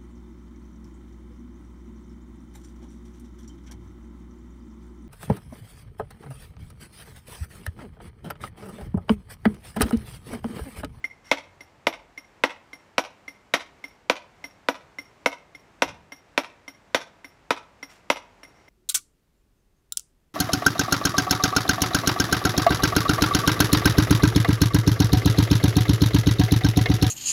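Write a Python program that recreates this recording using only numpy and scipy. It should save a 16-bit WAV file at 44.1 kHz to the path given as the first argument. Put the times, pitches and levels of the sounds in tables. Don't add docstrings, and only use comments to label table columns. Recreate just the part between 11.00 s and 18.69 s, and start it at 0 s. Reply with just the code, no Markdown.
import sys
import numpy as np
from scipy import signal
from scipy.fft import rfft, irfft
from scipy.io import wavfile
from scipy.ndimage import map_coordinates

SR = 44100
rng = np.random.default_rng(int(sys.argv[2]) if len(sys.argv) > 2 else 0)


def generate_wav(signal):
    frames = np.transpose(np.atleast_2d(signal))
    scaled = np.clip(frames, -1, 1) * 32767
    pcm = np.round(scaled).astype(np.int16)
    wavfile.write(sys.argv[1], SR, pcm)


N = 339129
T = np.arange(SR // 2) / SR
HZ = np.fft.rfftfreq(len(T), 1 / SR)

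# (frequency [Hz], relative level [dB], t60 [s])
BLOCK_MODES = [(227, -43.5, 0.19), (280.7, -19.5, 0.1), (333, -28, 0.13), (445, -29.5, 0.067),
               (519, -11, 0.029), (582, -14.5, 0.04), (670, -18.5, 0.068), (759.4, -27, 0.11),
               (849, -37.5, 0.13), (873, -24, 0.082), (959.5, -13, 0.048), (1029, -27, 0.055),
               (1211, -21.5, 0.053), (1333, -17, 0.042), (1485, -13, 0.028), (1890, -35.5, .05),
               (1947, -13.5, 0.028), (2160, -32.5, 0.029), (2393, -29, 0.01), (2346, -6.5, 0.012),
               (2907, -31, 0.077), (3456, -28, 0.013), (3470, -20, 0.038), (3490, -38.5, 0.05)]


def amp(db):
    return 10 ** (np.asarray(db) / 20)


def unit(x):
    return x / np.sqrt(np.mean(x ** 2) + 1e-20)


def along(points, hz):
    f, v = np.transpose(points)
    return np.interp(np.log(hz + 1), np.log(f), v)


def add(track, s, sound):
    part = track[max(round(s * SR), 0):][:len(sound)]
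    part += sound[:len(part)]


def noise(colour, size):
    spectrum = rfft(rng.standard_normal(size))
    gain = amp(along(colour, np.fft.rfftfreq(size, 1 / SR)))
    return unit(irfft(spectrum * gain, size))


def dying(x, life):
    hz, t, z = signal.stft(x, SR, nperseg=128)
    decay = amp(-60 * t / along(life, hz)[:, None])
    return signal.istft(z * decay, SR, nperseg=128)[1][:len(x)]


def fade(t60):
    return np.exp(-np.log(1000) * T / max(t60, 1e-4))


def onset(rise):
    return 1 - np.exp(-T / rise)


def swell(length):
    u = T / (length / 4)
    return np.sqrt(u * np.exp(1 - u))


def wobble(rate):
    knots = rng.standard_normal(int(N * rate / SR) + 4)
    return map_coordinates(knots, [np.arange(N) * rate / SR])


def blows():
    strikes = [(0.311, -4, -12, -16, -31.5), (0.866, -3.5, -15, -22, -28.5),
               (1.434, -2.5, -13.5, -17.5, -33.5), (1.978, -3, -45, -20, -28),
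               (2.535, -5, -14.5, -13.5, -27), (3.095, -2.5, -29, -18, -32), (3.683, -3, -27, -25.5, -31),
               (4.257, -4, -12, -22, -29), (4.818, -2, -17, -18, -28), (5.374, -4, -25.5, -19, -27.5),
               (5.943, -4, -20, -14, -25), (6.503, -4, -20, -17.5, -34.5), (7.098, -4, -14, -17.5, -26)]
    knock_gain_db, ring_gain_db, overtone_gain_db, crunch_gain_db = 1, 5, 1.5, -3.5
    start_delay_s = 0.0026
    head_colour = [(200, -17.5), (450, 0.0), (600, 9), (1100, -4.5), (1600, -37), (3000, -42)]  # (Hz, dB)
    track = np.zeros(N)
    for s, knock_db, ring_db, crunch_db, overtone_db in strikes:
        knock = block(spread_ms=1.9, contact_hz=3500, radiate_hz=140, scatter_db=1, detune=0.006)
        head = noise(head_colour, len(T))
        knock += amp(-21) * head * fade(0.07) * onset(0.003)
        steel = chisel(ring_db + ring_gain_db, overtone_db + overtone_gain_db, grip=2.49, rise=0.00099)
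        stone = crunch(crack_db=8.5, crack_t60=0.019, rise=0.001)
        blow = amp(knock_db + knock_gain_db) * knock + steel + amp(crunch_db + crunch_gain_db) * stone
        add(track, s + start_delay_s, yard(blow))
    return track


def block(spread_ms, contact_hz, radiate_hz, scatter_db, detune):
    ring = np.zeros(len(T))
    for hz, db, t60 in BLOCK_MODES:
        khz = hz / 1000
        level_shift, pitch_shift = rng.standard_normal(2)
        tone = np.cos(2 * np.pi * hz * (1 + detune * khz * pitch_shift) * T)
        ring += amp(db + scatter_db * khz * level_shift) * fade(t60) * tone
    late = np.exp(-4j * np.pi * spread_ms * np.sqrt(HZ / 1000))
    contact = (1 + 1j * HZ / contact_hz) ** -2
    radiation = (1j * HZ / (1j * HZ + radiate_hz)) ** 3
    return irfft(rfft(ring) * late * contact * radiation, len(T))


def chisel(low_db, high_db, grip, rise):
    # (ungripped frequency [Hz], smear per unit of grip [Hz], relative level [dB], ungripped t60 [s])
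    steel_modes = [(2095, 14.5, 3.5, 0.045), (5540, 77, -5, 0.13), (5550, 160, -3, 0.079),
                   (9715, 65, -11.5, 0.097), (10340, 140, -20, 0.12), (12010, 40, -17.5, 0.16),
                   (14600, 120, -19, 0.052)]
    stiffening = 0.00727
    low_damping, high_damping = 0.38, 0.065
    ring = np.zeros(len(T))
    for k, (hz, smear_hz, db, t60) in enumerate(steel_modes):
        shift, strength_db = rng.standard_normal(2)
        level_db, damping = (low_db, low_damping) if k == 0 else (high_db + strength_db, high_damping)
        step = np.sqrt(2 * np.pi * abs(grip * smear_hz) / SR)
        wander = np.cumsum(rng.standard_normal(len(T))) * step
        pitch_hz = hz * (1 + stiffening * grip) + smear_hz * shift / 2
        tone = np.sin(2 * np.pi * pitch_hz * T + wander)
        ring += amp(db + level_db) * fade(t60 / (1 + abs(damping * grip))) * tone
    return ring * onset(rise)


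def crunch(crack_db, crack_t60, rise):
    # (frequency [Hz], relative level [dB per Hz])
    stone_colour = [(100, -21), (500, 0.5), (1400, 5), (2400, 5), (3700, 1), (4600, -6.5), (5800, -5),
                    (7200, -15.5), (10000, -22), (13000, -22), (15500, -25)]
    # (frequency [Hz], t60 [s])
    stone_life = [(500, 0.16), (2500, 0.096), (6000, 0.11), (14000, 0.046)]
    crumble = dying(noise(stone_colour, len(T)), stone_life)
    crack = amp(crack_db) * fade(crack_t60) * noise(stone_colour, len(T))
    return (crumble + crack) * onset(rise)


def taps():
    # (time [s], lowest chisel mode [dB], knock [dB]), relative to the gains
    touches = [(0.0416, -17, -45), (0.6067, -36.5, -49.5), (1.1759, -29.5, -46.5), (1.7309, -32.5, -47.5),
               (2.2791, -28, -46), (2.84, -27.5, -44), (3.4405, -28, -41.5), (3.9851, -26, -42.5),
               (4.5483, -35, -51.5), (5.1202, -33, -44.5), (5.6788, -32.5, -43.5), (6.2443, -35.5, -45.5),
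               (6.8276, -29, -41.5), (7.4318, -43, -48.5), (7.448, -42.5, -62), (7.6796, -47.5, -59.5)]
    ring_gain_db, knock_gain_db, push_gain_db = 3, 12, 11
    overtone_gain_db, crunch_gain_db = 5.5, -0.5
    rebound_low_db, rebound_high_db = -24.5, -12
    track = np.zeros(N)
    for s, ring_db, knock_db in touches:
        low_db, high_db = ring_db + ring_gain_db, knock_db + overtone_gain_db
        sound = chisel(low_db, high_db, grip=0.35, rise=0.002)
        knock = block(spread_ms=1.5, contact_hz=1100, radiate_hz=150, scatter_db=1, detune=0.005)
        sound += amp(knock_db + knock_gain_db) * knock
        push = fade(0.084) * onset(0.017) * np.sin(2 * np.pi * BLOCK_MODES[1][0] * T)
        sound += amp(knock_db + push_gain_db) * push
        stone = crunch(crack_db=11.0, crack_t60=0.011, rise=0.0005)
        sound += amp(knock_db + crunch_gain_db) * stone
        rebound = chisel(low_db + rebound_low_db, high_db + rebound_high_db, grip=0.5, rise=0.001)
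        add(sound, rng.uniform(0.0082, 0.05), rebound)
        add(track, s, yard(sound))
    return track


def drags():
    # (time [s], length [s], grit level [dB], steel level [dB])
    scrapes = [(0.242, 0.12, -58.5, -54.5), (6.892, 0.072, -54, -68), (7.539, 0.11, -86.5, -65)]
    # (frequency [Hz], relative level [dB per Hz])
    grit_colour = [(200, -19), (1000, -0.5), (2500, -2.5), (5000, -9.5), (7500, -10), (11000, -19),
                   (15000, -23)]
    track = np.zeros(N)
    for s, length, grit_db, ring_db in scrapes:
        catches = amp(3 * rng.standard_normal(len(T) // 50 + 1)).repeat(50)[:len(T)]
        grains = unit(noise(grit_colour, len(T)) * catches)
        resonance = chisel(-5.5, 0, grip=0.76, rise=0.0011)
        steel = unit(signal.fftconvolve(grains, resonance)[:len(T)])
        add(track, s, swell(length) * (amp(grit_db) * grains + amp(ring_db) * steel))
    return track


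def yard(x):
    # (delay [s], level before the wall colour [dB])
    echoes = [(.058, -25), (.068, -22.5), (.123, -38.5)]
    # (frequency [Hz], gain [dB])
    wall_gain = [(200, -12), (500, -6), (900, 0.5), (1600, -4.5), (2400, -1.5), (6000, 0), (10000, -1.5),
                 (15000, -16)]
    # (frequency [Hz], t60 [s])
    tail_life = [(200, 0.58), (800, 0.49), (2500, 0.41), (6000, 0.33), (14000, 0.029)]
    answer = np.zeros(len(T))
    for delay, db in echoes:
        mirror = unit(signal.unit_impulse(len(T)))
        scatter = unit(rng.standard_normal(len(T)) * fade(0.106))
        add(answer, delay, amp(db) * (mirror + amp(-1.0) * scatter))
    tail = dying(rng.standard_normal(len(T)), tail_life) * onset(0.037)
    answer += amp(-27) * unit(tail)
    answer = irfft(rfft(answer) * amp(along(wall_gain, HZ)), len(T))
    near = unit(rng.standard_normal(len(T)) * fade(0.11))
    add(answer, 0.003, amp(-16.0) * near)
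    return x + signal.fftconvolve(x, answer / np.sqrt(len(T)))[:len(T)]


def background():
    # (frequency [Hz], relative level [dB per Hz])
    traffic_colour = [(20, -43), (45, -6), (120, -6.5), (250, -8), (500, -9.5), (900, -10), (1400, -14),
                      (2200, -16.5), (3500, -25), (5000, -27.5), (7500, -31), (10000, -39.5),
                      (15000, -44.5)]
    # (frequency [Hz], relative level [dB per Hz])
    rumble_colour = [(25, -38), (35, -22), (44, 8.5), (60, -20), (90, -1.5), (200, -19), (500, -69.5)]
    # (time [s], length [s], level [dB])
    thuds = [(4.847, 0.13, -48)]
    thud_colour = [(30, -12.0), (90, -7), (170, -7.0), (400, -28), (1500, -64.5)]  # (Hz, dB)
    traffic = amp(-58 - 0.63 * wobble(5)) * noise(traffic_colour, N)
    rumble = amp(-69 + 4 * wobble(0.97)) * noise(rumble_colour, N)
    track = traffic + rumble
    for s, length, db in thuds:
        add(track, s, amp(db) * swell(length) * noise(thud_colour, len(T)))
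    return track


def scene():
    return (blows() + taps() + drags() + background())[None]


def record(dry):
    low_cut_hz, top_hz = 32, 15400
    lean = signal.sosfilt(signal.butter(2, low_cut_hz, "high", fs=SR, output="sos"), dry)
    rounded = lean / (1 + (lean / 0.75) ** 4) ** 0.25
    return signal.sosfilt(signal.cheby1(12, 0.1, top_hz, fs=SR, output="sos"), rounded)


dry = scene()
out = record(dry)
generate_wav(out)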